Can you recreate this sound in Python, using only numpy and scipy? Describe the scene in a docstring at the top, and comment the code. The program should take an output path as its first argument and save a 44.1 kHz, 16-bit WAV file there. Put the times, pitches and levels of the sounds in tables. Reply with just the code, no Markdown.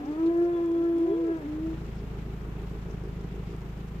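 """An animal howls some way off to the left, in the bush at night: one long, nearly pure note, then a
shorter, softer one. A second caller whoops across the first. The long howl's weak overtones swell and
fade in turn on their way through the bush. The microphone is at an idling vehicle: the firings pulse in
the exhaust, shake the body panels and drive a dull rattle, and the low throb comes up as the calls end.
Close by are faint dry rustles and ticks, over a hiss of open air."""
import sys
import numpy as np
from scipy import signal
from scipy.fft import rfft, irfft
from scipy.io import wavfile
from scipy.ndimage import uniform_filter1d

SR = 44100
rng = np.random.default_rng(int(sys.argv[2]) if len(sys.argv) > 2 else 0)


def unload_wav(signal):
    """Save mono or channel-first audio to the path in sys.argv[1] as 16-bit WAV at rate SR, clipped to [-1, 1]."""
    wavfile.write(
        sys.argv[1],
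        SR,
        np.round(np.clip(np.atleast_2d(signal).T, -1, 1) * 32767).astype(np.int16),
    )


N = 176400
T = np.arange(N) / SR
BINS = np.maximum(np.fft.rfftfreq(N, 1 / SR), 1)  # Hz


def from_db(db):
    """Decibels to gain."""
    return 10 ** (np.asarray(db) / 20)


def rms_one(x):
    """Scale to unit power."""
    return x / np.sqrt(np.mean(x ** 2) + 1e-20)


def in_time(rows):
    """Each column after the time column, read at every sample."""
    seconds, *columns = np.transpose(rows)
    return [np.interp(T, seconds, column) for column in columns]


def at_hz(points, hz):
    """Read a spectrum on a log-frequency axis."""
    frequencies, values = np.transpose(points)
    return np.interp(np.log(hz), np.log(frequencies), values)


def drift(rate_hz):
    """A random wander with spread 1, mostly slower than rate_hz."""
    return rms_one(irfft(rfft(rng.standard_normal(N)) / (1 + (BINS / rate_hz) ** 2), N))


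def during(rows):
    """A soft gate over the span of a curve."""
    return uniform_filter1d(1. * ((T >= rows[0][0]) & (T <= rows[-1][0])), size=600)


def noise(spectrum):
    """Steady coloured noise; rms 1."""
    return rms_one(irfft(rfft(rng.standard_normal(N)) * from_db(at_hz(spectrum, BINS)), N))


def microphone_hiss():
    """The microphone's own faint hiss, mostly alike in both channels."""
    # Each row: frequency in Hz, relative level in dB.
    spectrum = [(4000, -6), (8000, -4), (10300, -6), (11300, 0), (13000, 0), (15000, -3), (15600, -7),
                (15900, -40)]
    level_db, apart_db = -73 + .6 * drift(6), -20.5
    return from_db(level_db) * (noise(spectrum) + from_db(apart_db) * noise(spectrum) * [[1], [-1]])


def open_air(firings):
    """Wide, gently flickering noise of the engine bay and the night, pulsing a little with the firings."""
    # Each row: frequency in Hz, relative level in dB.
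    spectrum = [(30, -13.5), (150, 0.5), (280, 3.5), (450, -1), (600, -5.5), (900, -7), (1300, -8),
                (1600, -12), (2600, -15), (3300, -19.5), (4000, -23.5), (5500, -30.5), (7500, -38),
                (9000, -44.5), (16000, -59.5)]
    # Each row: frequency in Hz, left-right correlation.
    likeness = [(60, -0.46), (290, 0.84), (640, 0.66), (1300, 0), (3100, 0.21), (7000, -0.5)]
    # Each row: frequency in Hz, left minus right in dB.
    balance = [(300, 0), (1300, 0.5), (2400, 0), (4400, 5.5), (7500, 23), (10000, 2.5)]
    # Each row: time in seconds, gain in dB.
    swell = [(0, 1.5), (.7, -1.3), (1.5, 0.9), (2.5, 0.9), (3.4, 0.5), (4, -0.5)]
    level_db, pulse_depth, treble_hz = -48, .15, 2000
    alike = np.clip(at_hz(likeness, BINS), -1, 1)
    pan = from_db(at_hz(balance, BINS) / 2)
    coloured = rfft(rng.standard_normal((2, N))) * from_db(at_hz(spectrum, BINS))
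    mid, side = coloured * np.sqrt([1 + alike, 1 - alike])
    stereo = np.array([(mid + side) * pan, (mid - side) / pan])
    octave = np.floor(np.log2(np.maximum(BINS, 128)))
    shared_flicker, treble_db = drift(24), .7 * drift(9)
    air = 0
    for k in np.unique(octave):  # octaves flicker mostly apart; the treble also wavers as one
        flicker_db = .55 * (drift(18) + .25 * shared_flicker) + treble_db * (2 ** k > treble_hz)
        air += irfft(stereo * (octave == k), N) * from_db(flicker_db)
    pulse = 1 + pulse_depth * np.cos(2 * np.pi * firings)
    return from_db(level_db + in_time(swell)[0]) * rms_one(air * pulse)


def ticks(per_second=14, level_db=-79, spread_db=4, decay_s=.002, band_hz=(3500, 8000)):
    """Tiny dry ticks at random moments, to the left."""
    onsets = rng.random(N) < per_second / SR
    strength = from_db(spread_db * np.clip(rng.standard_normal(N), -2, 1))
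    envelope = signal.lfilter([1], [1, -np.exp(-1 / (decay_s * SR))], onsets * strength + 1e-18)
    band = signal.butter(2, band_hz, "band", fs=SR, output="sos")
    bursts = signal.sosfilt(band, envelope * rng.standard_normal((2, N)))
    return from_db(level_db) * rms_one(bursts) * from_db([[3], [-3]])


def rustles(edge_ratio=1.17):
    """Brief dry rustles just left of the microphone, each in its own band."""
    # Each row: time of the peak in seconds, level in dB, centre in Hz, rise and decay time in seconds.
    events = [(.06, -61, 5500, 0.0066), (.127, -64, 3940, .012), (.268, -57, 4020, 0.0098),
              (.45, -65, 5400, 0.017), (1.99, -65, 4900, 0.024), (2.91, -63, 5900, 0.019),
              (3.52, -67, 5000, 0.045)]
    rustling = 0
    for peak_s, db, hz, decay_s in events:
        grains = rng.standard_normal((2, N)) * from_db(1.7 * drift(400))
        band = signal.butter(2, [hz / edge_ratio, hz * edge_ratio], "band", fs=SR, output="sos")
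        envelope = from_db(db) * np.exp(-np.abs(T - peak_s) / decay_s)
        rustling += envelope * rms_one(signal.sosfilt(band, grains))
    return rustling * from_db([[3], [-3]])


def strike(firings, places, db, hz, t60, jitter_s, spread_db=1.5):
    """Slightly uneven, padded knocks ring one mode, at places counted in firings; rms 1."""
    times = np.interp(places, firings, T, left=-1, right=-1)
    timing, force = rng.standard_normal((len(times), 2)).T
    samples = ((times + jitter_s * timing) * SR).astype(int)
    inside = (samples >= 0) & (samples < N)
    clicks = np.full(N, 1e-18)
    clicks[samples[inside]] = from_db(db + spread_db * force)[inside]
    radius, angle = from_db(-60 / (t60 * SR)), 2 * np.pi * hz / SR
    rung = signal.lfilter([1, 0, -1], [1, -2 * radius * np.cos(angle), radius ** 2], clicks)
    padding = 1 + (BINS / (1.2 * hz)) ** 12  # mutes what lies above the mode
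    return rms_one(irfft(rfft(rung) / padding, N))


def exhaust(firings):
    """Exhaust pulses: a stack of harmonics of the firing rate."""
    # Each row: multiple of the firing rate, level in dB.
    harmonics = [(1, -49.5), (2, -38.5), (3, -52.5), (4, -48.5), (5, -47.5), (6, -55.5)]
    return np.sqrt(2) * sum(from_db(db) * np.cos(2 * np.pi * k * firings) for k, db in harmonics)


def panel_boom(firings):
    """Body panels boom at each firing, every second one more weakly."""
    # Each row: mode in Hz, t60 in seconds, level in dB, lag in firings, weaker firing's gain in dB.
    panels = [(184, .11, -45, .03, -6), (171, .25, -46.5, .05, -16)]
    # Each row: time in seconds, gain within the throb in dB.
    swell = [(0, 0), (1.7, -1.5), (2.5, -2), (3.1, 1), (3.6, .5), (4, 0.5)]
    count = np.arange(int(firings[-1]) + 1)
    boom = sum(from_db(db) * strike(firings, count + lag, weak_db * (count % 2), hz, t60, jitter_s=.0002)
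               for hz, t60, db, lag, weak_db in panels)
    return from_db(in_time(swell)[0]) * boom


def throb(firings):
    """The engine's low end: exhaust, panels and broad rumble come up together."""
    # Each row: frequency in Hz, relative level in dB.
    rumble = [(20, -3), (50, 15), (100, 13), (170, 15), (230, 14.5), (300, -20), (500, -47)]
    # Each row: time in seconds, gain in dB.
    swell = [(0, -13), (1.2, -14), (1.4, -10), (1.55, -4), (1.72, -0.5), (2.6, 0), (4, -2)]
    low_end = exhaust(firings) + panel_boom(firings) + from_db(-46.5) * noise(rumble)
    return from_db(in_time(swell)[0]) * low_end


def rattle(firings):
    """A dull rattle in the vehicle repeats with each four-firing cycle."""
    # Each row: place in the cycle in firings, relative level in dB.
    knocks = [(0, -4), (.85, -13), (1.75, -6), (1.98, -7), (2.53, 0), (3.0, -3), (3.52, -1)]
    # Each row: mode in Hz, t60 in seconds, level in dB.
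    modes = [(350, .06, -53.5), (398, .07, -47.5), (445, .07, -53.5), (780, .03, -63)]
    # Each row: time in seconds, gain in dB.
    swell = [(0, -4), (1.7, -4.5), (2, -3.5), (2.9, -2), (3.5, -3.5), (4, -9)]
    cycles = range(0, int(firings[-1]) + 1, 4)
    places, knock_db = np.transpose([(start + place, db) for start in cycles for place, db in knocks])
    ringing = sum(from_db(db) * strike(firings, places, knock_db, hz, t60, jitter_s=.0004)
                  for hz, t60, db in modes)
    return from_db(in_time(swell)[0]) * ringing


def through_bush(calls):
    """Calls arrive from the left; trees and scrub scatter the overtones more than the fundamental."""
    # Each row: frequency in Hz, left minus right in dB.
    balance = [(340, .3), (680, 1.5), (1020, 8), (1360, 11), (1700, 5)]
    left_lead_s, shadow_hz = .0003, 600
    scatter_db, t60, delay_s, low_cut_hz = -7, 1, .017, 596
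    width = BINS / np.hypot(BINS, shadow_hz)  # the bass is alike in both channels
    to_left = np.exp(1j * np.pi * BINS * left_lead_s * width) * from_db(at_hz(balance, BINS) / 2)
    direct = irfft(rfft(calls) * np.array([to_left, 1 / to_left]), N)
    tail = rng.standard_normal((2, SR)) * from_db(-60 * T[:SR] / t60) * (T[:SR] > delay_s)
    tail /= np.sqrt(np.sum(tail ** 2, axis=1, keepdims=True))
    overtones = signal.sosfilt(signal.butter(4, low_cut_hz, "high", fs=SR, output="sos"), calls)
    return direct + from_db(scatter_db) * signal.fftconvolve(overtones[None], tail, axes=1)[:, :N]


def voice(pitch, level_db, overtone_db, overtones, side_tones=(), ring_db=-np.inf, lift_hz=1, lift_db=0):
    """A strong, slightly unsteady fundamental with weak, wavering overtones."""
    # The overtones' colour. Each row: frequency in Hz, gain in dB.
    colour = [(450, -3), (600, -2.5), (695, 2.5), (880, -12), (1020, -8.5), (1150, -19.5), (1370, -19),
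              (1550, -24), (1700, -10.5), (2050, -21), (2800, -31.5)]
    jitter, lift_octaves = .0027, .3
    unsteady_hz = uniform_filter1d(pitch, size=1100) * (1 + jitter * drift(24))
    phase = 2 * np.pi * np.cumsum(unsteady_hz) / SR
    tone = from_db(level_db + .35 * drift(24)) * np.sin(phase)
    tone += from_db(ring_db + 4 * drift(14)) * np.sin(10 * phase)
    for multiple, db in [(k + 2, 0) for k in range(overtones)] + list(side_tones):
        hz = multiple * pitch
        emphasis_db = lift_db * np.exp(-(np.log2(hz / lift_hz) / lift_octaves) ** 2)
        partial_db = overtone_db + db + at_hz(colour, hz) + emphasis_db + 2.2 * drift(14)
        tone += from_db(partial_db) * np.sin(multiple * phase + rng.uniform(0, 2 * np.pi))
    return np.sqrt(2) * tone


def soft_tone(curve, overtone_db=-22):
    """A gliding tone whose two overtones follow its level."""
    pitch, level_db = in_time(curve)
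    return during(curve) * voice(pitch, level_db, level_db + overtone_db, overtones=2)


def lesser_calls():
    """A brief opening call, a short rise and a whoop across the long howl, and a softer howl after it."""
    # Each row: time in seconds, pitch in Hz, level in dB.
    opening = [(0, 291.7, -39), (.06, 295.4, -37.5), (.12, 318, -52.5)]
    short_rise = [(0.721, 250, -56), (0.769, 283, -45.5), (.83, 312, -44), (.87, 325, -60.5)]
    whoop = [(0.899, 236.8, -63), (0.952, 270.3, -43), (0.999, 315.1, -34), (1.056, 350.1, -31.5),
             (1.125, 402.1, -27), (1.161, 466.2, -41.5), (1.21, 500.3, -41), (1.255, 461, -42),
             (1.298, 405.7, -32.5), (1.34, 321, -42.5)]
    second_howl = [(1.43, 288, -54), (1.49, 302, -33.5), (1.54, 307, -33), (1.6, 315, -34),
                   (1.66, 324, -30.5), (1.73, 323, -33.5), (1.765, 322, -50), (1.8, 327, -47),
                   (1.9, 328, -55)]
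    howl = soft_tone(second_howl, overtone_db=-23)
    return howl + sum(soft_tone(curve) for curve in (opening, short_rise, whoop))


def long_howl():
    """The main call swells, holds and drops away; its overtones swell and fade in turn through the bush."""
    # Each row: time in seconds, pitch in Hz.
    melody = [(0, 234.8), (.06, 270.3), (.1, 299.8), (.135, 302.2), (.19, 322.9), (.24, 328.9),
              (.32, 338.4), (.38, 340.2), (.47, 347.3), (.58, 341.3), (.7, 334.5), (.86, 338.5),
              (1.0, 335.5), (1.1, 333.5), (1.2, 335.1), (1.27, 331), (1.32, 332), (1.39, 316.6),
              (1.45, 282.7)]
    # Fundamental, overtones and a thin, ringing tenth harmonic. Each row: time in seconds, level in dB.
    loudness = [(0, -59.5), (.05, -42), (.1, -29), (.15, -35.5), (.23, -23.5), (0.284, -21), (.33, -28),
                (0.369, -23), (.43, -22), (.49, -26.5), (0.599, -27.5), (.8, -24), (.97, -25), (1.1, -27),
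                (1.309, -27), (1.365, -32.5), (1.395, -48.5), (1.46, -36.5)]
    effort = [(0, -53.5), (.1, -48.5), (0.248, -47.5), (.38, -45), (0.501, -47.5), (0.601, -47), (.7, -53),
              (.83, -46.5), (.95, -53), (1.071, -46.5), (1.18, -49), (1.26, -53.5), (1.34, -46),
              (1.42, -49.5), (1.479, -55.5)]
    ring = [(0.419, -90.5), (0.528, -70), (.7, -70.5), (0.851, -72.5), (1.019, -74.5), (1.15, -71),
            (1.27, -86.5)]
    # A second vibration in the throat. Each row: multiple of the pitch, dB relative to the overtones.
    side_tones = [(0.451, -5), (1.539, -4)]
    # A moving band of emphasis. Each row: time in seconds, centre in Hz, lift in dB.
    emphasis = [(.05, 1120, 4.5), (.2, 1130, 15), (.34, 1330, -5.5), (.43, 1360, 9.5), (.53, 1140, 8.5),
                (.62, 1004, 9.5), (.74, 1200, 6), (.88, 1480, 10), (1.05, 990, 4), (1.17, 1010, 3.5),
                (1.3, 1450, 16.5), (1.42, 1300, -0.5)]
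    # Briefly bright and rising at the onset. Each row: time in seconds, frequency in Hz, level in dB.
    third_harmonic = [(0, 702, -42.5), (.03, 732, -50.5), (0.059, 770, -49), (0.091, 816, -66)]
    pitch, level_db, overtone_db, ring_db = [in_time(c)[0] for c in (melody, loudness, effort, ring)]
    lift_hz, lift_db = in_time(emphasis)
    howl = voice(pitch, level_db, overtone_db, overtones=7, side_tones=side_tones,
                 ring_db=ring_db, lift_hz=lift_hz, lift_db=lift_db)
    return during(effort) * howl + soft_tone(third_harmonic)


def scene():
    """Distant callers, the idling engine close by and the night air all round."""
    # Engine speed. Each row: time in seconds, firings per second.
    idle = [(.2, 26.6), (.6, 27.4), (1, 28.4), (1.4, 28.5), (1.8, 27.35), (2.2, 26.65), (2.6, 26.6),
            (3, 26.3), (3.4, 26.35), (3.8, 27.1)]
    first_firing_s = .0113
    firings = np.cumsum(in_time(idle)[0]) / SR - first_firing_s * idle[0][1]  # running count
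    calls = through_bush(long_howl() + lesser_calls())
    engine = throb(firings) + rattle(firings)
    return calls + engine + open_air(firings) + rustles() + ticks() + microphone_hiss()


def record(dry):
    """The top of the treble is cut steeply."""
    cutoff_hz = 15750
    return signal.sosfilt(signal.cheby2(24, 60, cutoff_hz, fs=SR, output="sos"), dry)


dry = scene()
out = record(dry)
unload_wav(out)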